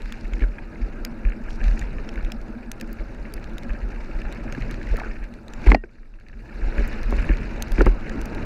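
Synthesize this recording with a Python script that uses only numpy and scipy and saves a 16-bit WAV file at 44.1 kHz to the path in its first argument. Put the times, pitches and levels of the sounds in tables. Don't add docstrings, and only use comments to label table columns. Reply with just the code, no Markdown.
import sys
import numpy as np
from scipy import signal
from scipy.fft import rfft, irfft
from scipy.io import wavfile
from scipy.ndimage import uniform_filter1d

SR = 44100
rng = np.random.default_rng(int(sys.argv[2]) if len(sys.argv) > 2 else 0)


def put_to_file(sound):
    columns = np.atleast_2d(sound).T
    safe = np.clip(columns, -1, 1)
    whole_steps = np.round(safe * 32767)
    wavfile.write(sys.argv[1], SR, whole_steps.astype(np.int16))


def volts_from_decibels(level):
    exponent = np.asarray(level, float) / 20
    return 10 ** exponent


N = 372644

# t/s, level/dB, f/Hz
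BUMPS = [(0.322, -7, 38.5), (0.414, 0, 40.3), (0.814, -5.5, 38.2), (1.247, -0.5, 37.5), (1.63, -4, 30.2),
         (1.659, 1, 39), (1.707, -5.5, 33.1), (1.808, -6, 33.6), (2.23, -5, 29.1), (2.99, -11, 36),
         (3.351, -11, 33), (3.693, -8.5, 38.2), (3.823, -8, 39.5), (4.145, -8.5, 29.2), (4.905, -2, 35),
         (5.668, 9, 44.6), (5.711, -12, 45.6), (6.618, -5, 36), (6.664, -4.5, 30.2), (6.777, -2, 42.3),
         (6.82, -4.5, 26.6), (6.866, -14, 40), (7.121, -5, 43.5), (7.175, -1, 39.6), (7.291, 1, 42),
         (7.711, -3, 33.5), (7.78, 0.5, 39.2), (7.805, -4.5, 44.4), (7.861, 3.5, 39.7), (7.89, -11, 42)]


def evened(x):
    return x / np.sqrt(np.mean(x ** 2) + 1e-20)


def peaked(x):
    return x / abs(x).max()


def read(points, hz):
    f, value = np.transpose(points)
    return np.interp(np.log(hz + 1), np.log(f + 1), value)


def add(mix, s, sound):
    part = mix[round(s * SR):][:len(sound)]
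    part += sound[:len(part)]


def resonate(x, hz, width_hz):
    pole = np.exp((2j * np.pi * hz - np.pi * width_hz) / SR)
    return 2 * signal.lfilter([1 - abs(pole)], [1, -pole], x).real


def steep(x, hz, width_hz):
    return resonate(resonate(x, hz, width_hz), hz, 1.03 * width_hz)


def lowpass(x, order, hz):
    return signal.sosfilt(signal.butter(order, hz, fs=SR, output="sos"), x)


def walled(x):
    return lowpass(x, 3, 2750)


def noise(points, patchy_db, flicker_db, size):
    frames, hz = 4 * N // size + 5, np.fft.rfftfreq(size, 1 / SR)
    a, b, patches = rng.standard_normal((frames, len(hz), 3)).T
    patches = uniform_filter1d(patches, size=6, axis=0)
    patches = evened(uniform_filter1d(patches, size=8, axis=1))
    flicker = evened(uniform_filter1d(rng.standard_normal(frames), size=3))
    level_db = read(points, hz)[:, None] + patchy_db * patches + flicker_db * flicker
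    z = (a + 1j * b) * volts_from_decibels(level_db)
    return evened(signal.istft(z, nperseg=size, noverlap=3 * size // 4)[1][:N])


def burst(t60_s, rise_s, chance):
    t = np.arange(len(chance)) / SR
    return chance * (1 - np.exp(-t / max(rise_s, 1e-4))) * volts_from_decibels(-60 * t / max(t60_s, .004))


def level(layer):
    # t/s, rolling load/dB, looseness of the ground/dB
    ride = [(0.0, -2.5, 4), (0.25, -1.5, -0.5), (0.64, -1, -4.5), (1.04, 2, -1.5), (1.31, -0.5, -6),
            (1.67, 3, 3), (2.2, 1.5, 0), (2.68, -0.5, -7.5), (2.96, -1.5, -2), (3.27, 0, -3.5),
            (4.55, 4, 2.5), (4.95, 1.5, 4), (5.43, -5, -9.5), (5.65, 3.5, 6.5), (6.77, 6.5, 8), (7.4, 5, 7),
            (8.0, 5, 4), (8.45, 9.5, 7)]
    # resting level/dB, share of load, of looseness, of stir, of ducking [dB/dB]
    follow = [
        (-28.5, 0.53, 0.36, 0.04, 0.7),
        (-39, 1.0, 0.0, 0.051, 0.99),
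        (-51.5, 0.091, 0.89, 0.45, 1.12),
        (-63, 0, 0.75, 0.31, 0.83),
    ]
    stir_s, stir_from_db = 0.025, -6.5
    duck_at_s, duck_db, fall_s, hold_s, recover_s = 5.74, -21.5, .03, .45, 0.52

    time = np.arange(N) / SR
    t = time[::64]
    s, load_db, loose_db = np.transpose(ride)
    stir = 1
    for at, db, _ in BUMPS:
        stir = stir + volts_from_decibels(db - stir_from_db) * np.exp(-((t - at - stir_s / 2) / stir_s) ** 2)
    duck_t = duck_at_s + np.cumsum([0, fall_s, hold_s, recover_s])
    duck = np.interp(t, duck_t, [0, duck_db, duck_db, 0])
    drives = [np.ones(len(t)), np.interp(t, s, load_db), np.interp(t, s, loose_db), 20 * np.log10(stir), duck]
    return volts_from_decibels(np.interp(time, t, np.dot(follow[layer], drives)))


def jostle(per_s=200, spread_db=4.0):
    clump = volts_from_decibels(4.3 * evened(uniform_filter1d(rng.standard_normal(N), size=1200)))
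    struck = rng.random(N) < per_s * clump / SR
    hits = volts_from_decibels(spread_db * np.minimum(rng.exponential(1, N), 3)) * struck
    return evened(signal.lfilter([1], [1, -np.exp(-1 / (0.004 * SR))], hits))


def hiss(strikes, grit_db=-13, air_db=-78):
    # f/Hz, level per Hz/dB
    wind_spectrum = [(1760, -45), (3000, -31), (3520, -1.5), (4260, 1), (7100, -10.5), (8400, -20),
                     (12200, -24.5), (13200, -50), (16000, -61)]
    air_spectrum = [(5000, -19.0), (8000, -6), (13500, -13.5), (14700, -9), (15200, -50)]
    wind = noise(wind_spectrum, patchy_db=3.5, flicker_db=1.5, size=256)
    air = noise(air_spectrum, patchy_db=4.0, flicker_db=1.0, size=256)
    gain = level(3)
    heard = np.minimum(gain / volts_from_decibels(-70), 1) ** 4
    air = heard * air + (1 - heard) * lowpass(air, 8, 12800)
    rough_wind = evened(wind * (1 + volts_from_decibels(grit_db) * strikes))
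    return gain * rough_wind + np.minimum(volts_from_decibels(air_db), volts_from_decibels(-10) * gain) * air


def swells():
    # t/s, length/s, level/dB, f/Hz, width/Hz
    skids = [(0.36, 0.11, -46.5, 310, 260), (1.8, 0.098, -53, 2000, 1190), (1.602, 0.48, -42, 132, 110),
             (4.48, 0.31, -36.5, 117, 71), (4.898, 0.089, -32.5, 77, 50), (4.957, 0.153, -41.5, 1370, 350),
             (4.958, 0.12, -40.5, 690, 570), (5.621, 0.11, -55, 4340, 2440), (5.652, 0.139, -26, 180, 270),
             (5.693, 0.017, -52, 7200, 1500), (7.15, 0.147, -31.5, 150, 210),
             (7.2, 0.082, -67, 10100, 2500), (7.775, 0.059, -26.5, 310, 200), (7.8, 0.13, -29.5, 130, 140),
             (8.007, 0.23, -39.5, 260, 76), (5.743, 0.011, -34.5, 4560, 1060),
             (5.662, 0.0198, -27.5, 1980, 830), (5.655, .06, -35, 750, 460), (8.5, .022, -30, 2000, 900),
             (5.28, 0.057, -41, 215, 40), (2.55, 0.052, -33.5, 223, 30), (2.66, .05, -39.5, 223, 30),
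             (7.12, 0.023, -31.5, 560, 250), (4.925, .03, -34.5, 390, 250), (0.395, .055, -45.5, 2200, 900)]
    # t/s, length/s, level/dB, f/Hz
    sprays = [(0, 0.37, -65.5, 4480), (0.301, .155, -65, 5000), (1.481, 0.097, -56.5, 5000),
              (1.599, 0.28, -62, 5500), (3.9, 0.43, -67, 4220), (4.499, .3, -64.5, 5000),
              (4.8, .28, -62.5, 5000), (5.691, .03, -48, 4500), (7.721, 0.12, -53, 4500)]
    spray_width_hz = 2500
    out = np.zeros(N)
    rows = list(skids) + [tuple(row) + (spray_width_hz,) for row in sprays]
    chances = rng.standard_normal((len(rows), 2, SR // 2))
    for (s, length_s, db, hz, width_hz), chance in zip(rows, chances):
        rough = chance[0] * volts_from_decibels(6.1 * evened(uniform_filter1d(chance[1], size=200)))
        sound = evened(steep(rough[:round(length_s * SR)], hz, width_hz))
        add(out, s, volts_from_decibels(db) * sound * signal.windows.tukey(len(sound), .6))
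    return lowpass(out, 6, 11500)


def ticks():
    # t/s, peak/dB, brightness/dB, ring f/Hz
    grit = [(0.1238, -26, -12.5, 3610), (0.3354, -30.5, -22, 7050), (1.05, -16, -7, 5000),
            (1.6816, -31.5, -15, 3900), (1.7935, -26, -16, 6740), (2.0907, -29, -21, 5400),
            (2.249, -31.5, -17.5, 3630), (2.3202, -23, -12, 5300), (2.7166, -22, -7.5, 6270),
            (2.8121, -23, -10.5, 4960), (2.9299, -34.5, 8, 4790), (3.339, -25.5, -5.5, 4820),
            (3.5826, -27.5, -12.5, 3800), (4.3252, -31.5, -13.5, 4010), (4.5249, -25, -16, 6740),
            (4.6219, -29, -26, 4170), (4.7115, -29.5, -14, 3950), (4.9692, -31.5, -7.5, 4150),
            (5.5363, -30.5, -14, 7140), (5.7023, -24, -25, 4200), (6.2854, -38, -19, 4320),
            (6.8773, -34.5, -1, 3770), (7.108, -31.5, -9, 4060), (7.6237, -17, -6, 6300),
            (7.7198, -27, -8.5, 4900), (7.8192, -26.5, -14, 4410), (7.86, -27, -14, 4910),
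            (8.215, -29, -10, 6070), (8.257, -30, -7, 4840), (8.349, -32.5, -13, 4000)]
    # t/s, peak/dB
    specks = [(0.02, -35.5), (0.058, -38), (0.395, -37), (0.485, -44), (4.83, -33.5), (1.506, -32.5),
              (1.641, -32), (2.3032, -39), (4.3305, -37), (3.3233, -41), (2.8, -35), (3.442, -32),
              (3.634, -32), (3.7342, -38), (4.218, -34), (4.5498, -33), (4.7436, -32), (4.998, -30.5),
              (5.241, -38), (5.3393, -37.5), (5.482, -34.5), (5.6187, -37), (6.2, -47), (7.032, -30),
              (7.1678, -31), (7.3714, -33), (8.01, -38), (8.096, -32)]
    # t/s, peak/dB, ring f/Hz
    grains = [(0.0324, -46, 3850), (0.2463, -46, 3990), (0.2794, -46, 3790), (0.4388, -44, 4190),
              (1.297, -42, 4240), (1.4385, -48, 4340), (1.5579, -45, 4970), (1.7315, -43, 4260),
              (1.8137, -35, 3750), (2.14, -43, 3900), (2.158, -39, 3670), (2.2277, -43, 3980),
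              (2.4153, -41, 4390), (2.4932, -51, 4220), (2.8763, -45, 4350), (2.9544, -53, 3820),
              (3.022, -49, 3870), (3.1234, -55, 6280), (3.1476, -45, 3920), (3.3677, -44, 3780),
              (3.3981, -45, 3990), (3.4964, -46, 3880), (3.5348, -45, 3890), (3.6929, -49, 4790),
              (3.888, -45, 3920), (4.3484, -44, 4890), (4.4397, -44, 4370), (4.6068, -42, 4100),
              (4.8697, -40, 4510), (4.9371, -43, 4160), (5.1414, -53, 4070), (5.4326, -51, 4320),
              (5.6689, -36, 4370), (5.7156, -32, 4100), (6.4792, -53, 4020), (6.5435, -50, 4190),
              (6.7421, -43, 4110), (6.778, -42, 3600), (6.7945, -40, 3860), (6.977, -43, 4120),
              (7.0574, -43, 3730), (7.1174, -40, 3860), (7.154, -40, 3670), (7.195, -36, 4000),
              (7.2528, -38, 3850), (7.2917, -43, 4150), (7.3482, -43, 4070), (7.406, -43, 3840),
              (7.5074, -44, 3800), (7.6834, -39, 4670), (7.7937, -37, 4010), (7.8978, -47, 3740),
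              (8.1248, -47, 4750), (8.1578, -43, 4130)]
    # f/Hz, level per Hz/dB
    shell = [(880, -29), (1500, 7.5), (2500, 10.5), (4280, -4.5), (4830, -5), (6390, -4.5), (8890, -19),
             (13000, -23.5), (15200, -32), (16400, -41)]
    speck_bright_db, speck_hz, grain_bright_db = -16.5, 4200, -13
    out, hz = np.zeros(N), np.fft.rfftfreq(1024, 1 / SR)
    rows = list(grit) + [(s, db, speck_bright_db, speck_hz) for s, db in specks]
    rows += [(s, db, grain_bright_db, ring_hz) for s, db, ring_hz in grains]
    octaves = np.clip(np.log2(hz / 6000 + 1e-3), -1, 1.2)
    chances = rng.standard_normal((len(rows), 1024))
    for (s, db, bright_db, ring_hz), chance in zip(rows, chances):
        colour = volts_from_decibels(read(shell, hz) + (bright_db + 19.0) * octaves)
        snap = burst(0.0071, 0.00053, irfft(rfft(chance) * colour))
        spot = peaked(steep(snap, ring_hz, 640))
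        add(out, s - .0006, volts_from_decibels(db) * peaked(peaked(snap) + volts_from_decibels(-12.5) * spot))
    return out


def case(x):
    # f/Hz, width/Hz, level/dB
    modes = [(1558, 447, -3.5), (2000, 422, 0), (2250, 518, 0), (2716, 524, -5)]
    out = 0
    for k, (hz, width_hz, db) in enumerate(modes):
        mode = resonate(resonate(x, hz, width_hz), hz, 2.95 * width_hz)
        out = out + (-1) ** k * volts_from_decibels(db) * mode
    return walled(out)


def rattle(strikes, smooth_db=2.0):
    return level(2) * evened(case((strikes + volts_from_decibels(smooth_db)) * rng.standard_normal(N)))


def clacks():
    # t/s, peak/dB
    knocks = [(0.1215, -31), (0.2516, -32.5), (0.4204, -26), (0.3667, -36), (0.8126, -35), (4.4775, -31),
              (1.6127, -28), (1.6803, -28.5), (1.815, -28), (1.983, -29.5), (2.174, -27), (2.812, -34),
              (2.9855, -34), (3.252, -32), (3.703, -29.5), (3.8132, -34), (4.2514, -30), (4.5251, -30),
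              (4.5471, -26.5), (4.9577, -31), (4.9988, -24), (5.034, -28), (5.1112, -30.5), (5.227, -35),
              (5.837, -29.5), (6.7802, -23), (6.8384, -30), (7.1846, -23.5), (7.2417, -26.5), (8.0963, -28)]
    # start t/s, length/s, gap/s, first level/dB, last level/dB
    chatter = [(.4362, .01, .015, -26.5, -27), (.824, .03, .018, -37, -37), (1.2695, .07, .0158, -33, -33),
               (2.195, .02, .013, -36, -36), (2.997, .03, .025, -34, -39), (3.694, .005, .01, -32, -32),
               (3.735, .03, .012, -37, -36), (3.829, .005, .01, -33, -33), (3.927, .04, .03, -36, -36),
               (4.91, .04, .028, -32, -32), (5.89, .1, .031, -51, -49), (6.03, .03, .022, -46, -50),
               (6.187, .03, .02, -46, -43), (6.264, .1, .028, -43, -43), (6.456, .11, .04, -40, -37),
               (7.3026, .035, .0147, -29, -26), (7.719, .06, .055, -30, -24)]
    # t/s, peak/dB, f/Hz
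    raps = [(0.0567, -32, 2390), (0.3346, -32, 2160), (0.755, -36, 2090), (1.0525, -34, 2400),
            (1.2496, -24.5, 1940), (2.156, -29, 2150), (4.623, -29, 2040), (0.583, -27.5, 1680),
            (0.586, -31, 2330), (1.485, -32, 1560), (5.7016, -27, 2120), (5.7166, -4.5, 2140),
            (5.745, -8.5, 2000), (6.138, -44, 2600), (7.2895, -22, 1690), (7.7805, -19, 2350),
            (7.8065, -12.5, 1360), (7.86, -26, 2200), (7.866, -21.5, 1300), (7.797, -28, 2520)]
    # t/s, peak/dB, f/Hz
    taps = [(0.0961, -37, 1510), (0.139, -34, 1620), (0.392, -34, 1700), (1.4649, -42, 1710),
            (1.6024, -31, 1610), (1.6314, -32, 1580), (1.7104, -40, 1600), (1.7738, -32, 1660),
            (1.821, -27, 1610), (2.1272, -36, 1740), (2.2296, -37, 2350), (2.2997, -33, 1540),
            (2.5496, -39, 1570), (2.6283, -38.5, 1640), (2.8254, -39, 2280), (2.8424, -39, 1350),
            (3.1481, -40, 1740), (3.3771, -34, 1660), (3.5682, -36, 1430), (3.7474, -35, 1620),
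            (3.7554, -41, 1580), (4.155, -35, 1630), (4.2162, -32, 1730), (4.3584, -36, 1740),
            (4.367, -35, 1770), (4.4976, -34, 1690), (4.5779, -32, 2310), (4.6103, -30, 1930),
            (4.6911, -34, 1660), (4.7021, -31, 1750), (4.74, -29, 2470), (4.813, -30, 1670),
            (4.8702, -28.5, 2280), (4.977, -27, 1350), (5.0454, -30, 1500), (5.0544, -36, 1590),
            (5.0754, -35, 1350), (5.1551, -37, 1770), (5.164, -35, 1610), (5.1894, -42, 2020),
            (5.2184, -41, 1690), (5.241, -36, 1640), (5.3862, -42, 1380), (5.6395, -28.5, 1660),
            (5.8564, -52, 1880), (6.4935, -36, 1660), (6.5074, -40, 1490), (6.5256, -40, 1680),
            (6.556, -38, 1640), (6.5744, -41, 1520), (6.6148, -34, 1720), (6.6265, -31, 1510),
            (6.723, -30, 1470), (6.9929, -32, 1690), (7.0378, -31, 1750), (7.1967, -29, 1380),
            (7.2249, -29, 1710), (8.068, -32, 1680), (8.1578, -35, 1420), (8.3795, -31, 1690)]
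    latch_hz, latch_spread, bounce_spread_db, bounce_jitter = 1640, 0.051, 2.5, 0.19
    latch = list(knocks)
    for start_s, length_s, gap_s, first_db, last_db in chatter:
        after_s = np.arange(0, length_s, gap_s)
        late, size = rng.standard_normal((len(after_s), 2)).T * (after_s > 0)
        s = start_s + after_s + bounce_jitter * gap_s * late
        db = first_db + (last_db - first_db) * after_s / length_s + bounce_spread_db * size
        latch += zip(s, db)
    pitched = [(s, db, latch_hz * (1 + latch_spread * rng.standard_normal())) for s, db in latch]
    return pitched + list(raps) + list(taps)


def blows():
    # t/s, peak/dB, f/Hz, t60/s, crack/dB
    thuds = [(0.416, -24.5, 219, 0.06, -18), (1.766, -30.5, 249, 0.054, -16),
             (3.73, -31.5, 242, 0.074, -15), (6.79, -25.5, 300, .05, -20), (0.43, -27, 330, .05, -22),
             (4.575, -23.5, 221, 0.049, -14), (4.934, -26.5, 388, 0.087, -13),
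             (5.664, -16.5, 304, 0.045, -10), (5.688, -20, 369, 0.056, -2), (5.717, -8, 266, 0.039, -0.5),
             (5.746, -15.5, 218, 0.05, 13), (5.836, -28.5, 300, 0.061, -30), (6.807, -24, 344, 0.034, -23),
             (7.123, -16, 304, 0.08, -5.5), (7.293, -16, 226, 0.067, -35), (7.781, -15, 221, 0.027, -26),
             (7.796, -16, 277, 0.027, -25), (7.808, -7, 316, 0.034, -17), (7.865, -8.5, 295, 0.055, -1.5),
             (8.143, -22, 235, 0.069, -25), (8.311, -25.5, 240, 0.06, -17)]
    out = np.zeros(N)
    for (s, db, hz, t60_s, crack_db), chance in zip(thuds, rng.standard_normal((len(thuds), 5000))):
        body = steep(burst(t60_s, 0.00065, chance), hz, 0.73 * hz)
        crack = steep(burst(0.013, 0.0013, chance), 740, 620)
        add(out, s, volts_from_decibels(db) * (peaked(body) + volts_from_decibels(crack_db) * peaked(crack)))
    rows = clacks()
    for (s, db, hz), chance in zip(rows, rng.standard_normal((len(rows), 1500))):
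        puff = burst(0.015, 0.00017, chance)
        spot = peaked(steep(puff, hz, 0.2 * hz))
        add(out, s, volts_from_decibels(db) * peaked(spot + volts_from_decibels(0.9) * peaked(case(puff))))
    return walled(out) + volts_from_decibels(-33) * lowpass(out, 2, 6000)


def ring():
    # f/Hz, level/dB, t60/s
    modes = [(1868, -44.5, .3), (2772, -47.5, .13), (575, -36, .08), (222, -38, .3)]
    out, t = np.zeros(N), np.arange(SR // 12) / SR
    song = sum(volts_from_decibels(db - 60 * t / t60_s) * np.sin(2 * np.pi * hz * t) for hz, db, t60_s in modes)
    add(out, 5.755, song * signal.windows.tukey(len(t), .2))
    return out


def tyres():
    # f/Hz, level per Hz/dB
    roar_spectrum = [(35, -7.5), (60, 5), (92, -9), (162, -9), (229, -10), (453, -12), (578, -18),
                     (907, -18.5), (1110, -26.5), (1300, -20.5), (1690, -21), (2860, -120)]
    # f/Hz, width/Hz, level/dB
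    air_modes = [(226, 28.7, -1.5), (322.2, 23, -7.5), (562, 84, -11.5)]
    dirt = noise([(20, 0.012), (20000, 0.0039)], patchy_db=-1.5, flicker_db=3.5, size=1024)
    hum = 0
    for hz, width_hz, db in air_modes:
        hum = hum + volts_from_decibels(db) * evened(resonate(resonate(dirt, hz, width_hz), hz, 3 * width_hz))
    roar = noise(roar_spectrum, patchy_db=2.5, flicker_db=0.0, size=1024)
    return level(1) * evened(roar + hum)


def mount():
    # t/s, level/dB
    nudges = [(0.028, -12.5), (0.484, -12.5), (1.601, -9), (1.853, -10.5), (1.961, -10), (2.164, -9.5),
              (4.246, -11), (4.467, -12.5), (4.595, -13), (5.061, -13.5), (5.202, -13.5), (5.78, -17.5),
              (5.85, -23.5), (6.345, -15.5), (0.24, -12), (2.35, -14.5), (3.19, -15), (3.99, -13.5),
              (1.0, -20), (4.86, -11), (3.53, -18), (6.544, -14.5), (7.043, -8), (7.068, -15), (7.343, -13),
              (7.388, -10.5), (7.438, -11.5), (7.528, -15), (8.175, -11.5)]
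    mount_hz, rise_s, fall_s, jolt_db = 35.7, .012, .022, 2.2
    t, out = np.arange(SR // 4) / SR, np.zeros(N)
    envelope = (1 - np.exp(-t / rise_s)) ** 2 * np.exp(-t / fall_s)
    for s, db, hz in list(BUMPS) + [(s, db, mount_hz) for s, db in nudges]:
        add(out, s, -volts_from_decibels(db + jolt_db) * np.sin(2 * np.pi * hz * t) * envelope)
    chance = rng.standard_normal(N)
    shake = evened(steep(chance, 28.9, 20.2))
    shake = shake + volts_from_decibels(-13.5) * evened(steep(chance, 88, 62))
    shake = shake + volts_from_decibels(-3.0) * evened(steep(chance, 20.4, 6.0))
    return out + volts_from_decibels(-6.5) * level(0) * shake


def scene():
    strikes = jostle()
    background = hiss(strikes) + swells() + ticks()
    bike = rattle(strikes) + blows() + ring() + tyres() + mount()
    return (background + bike)[None]


def top_cut(x):
    return signal.sosfilt(signal.butter(12, 16500, fs=SR, output="sos"), x)


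def record(dry):
    held = dry / (1 + (abs(dry) / .95) ** 6) ** (1 / 6)
    band = signal.firwin(511, 16400, window=("kaiser", 8), fs=SR)
    edged = signal.oaconvolve(held, band[None], "same")
    return top_cut(edged)


dry = scene()
out = record(dry)
put_to_file(out)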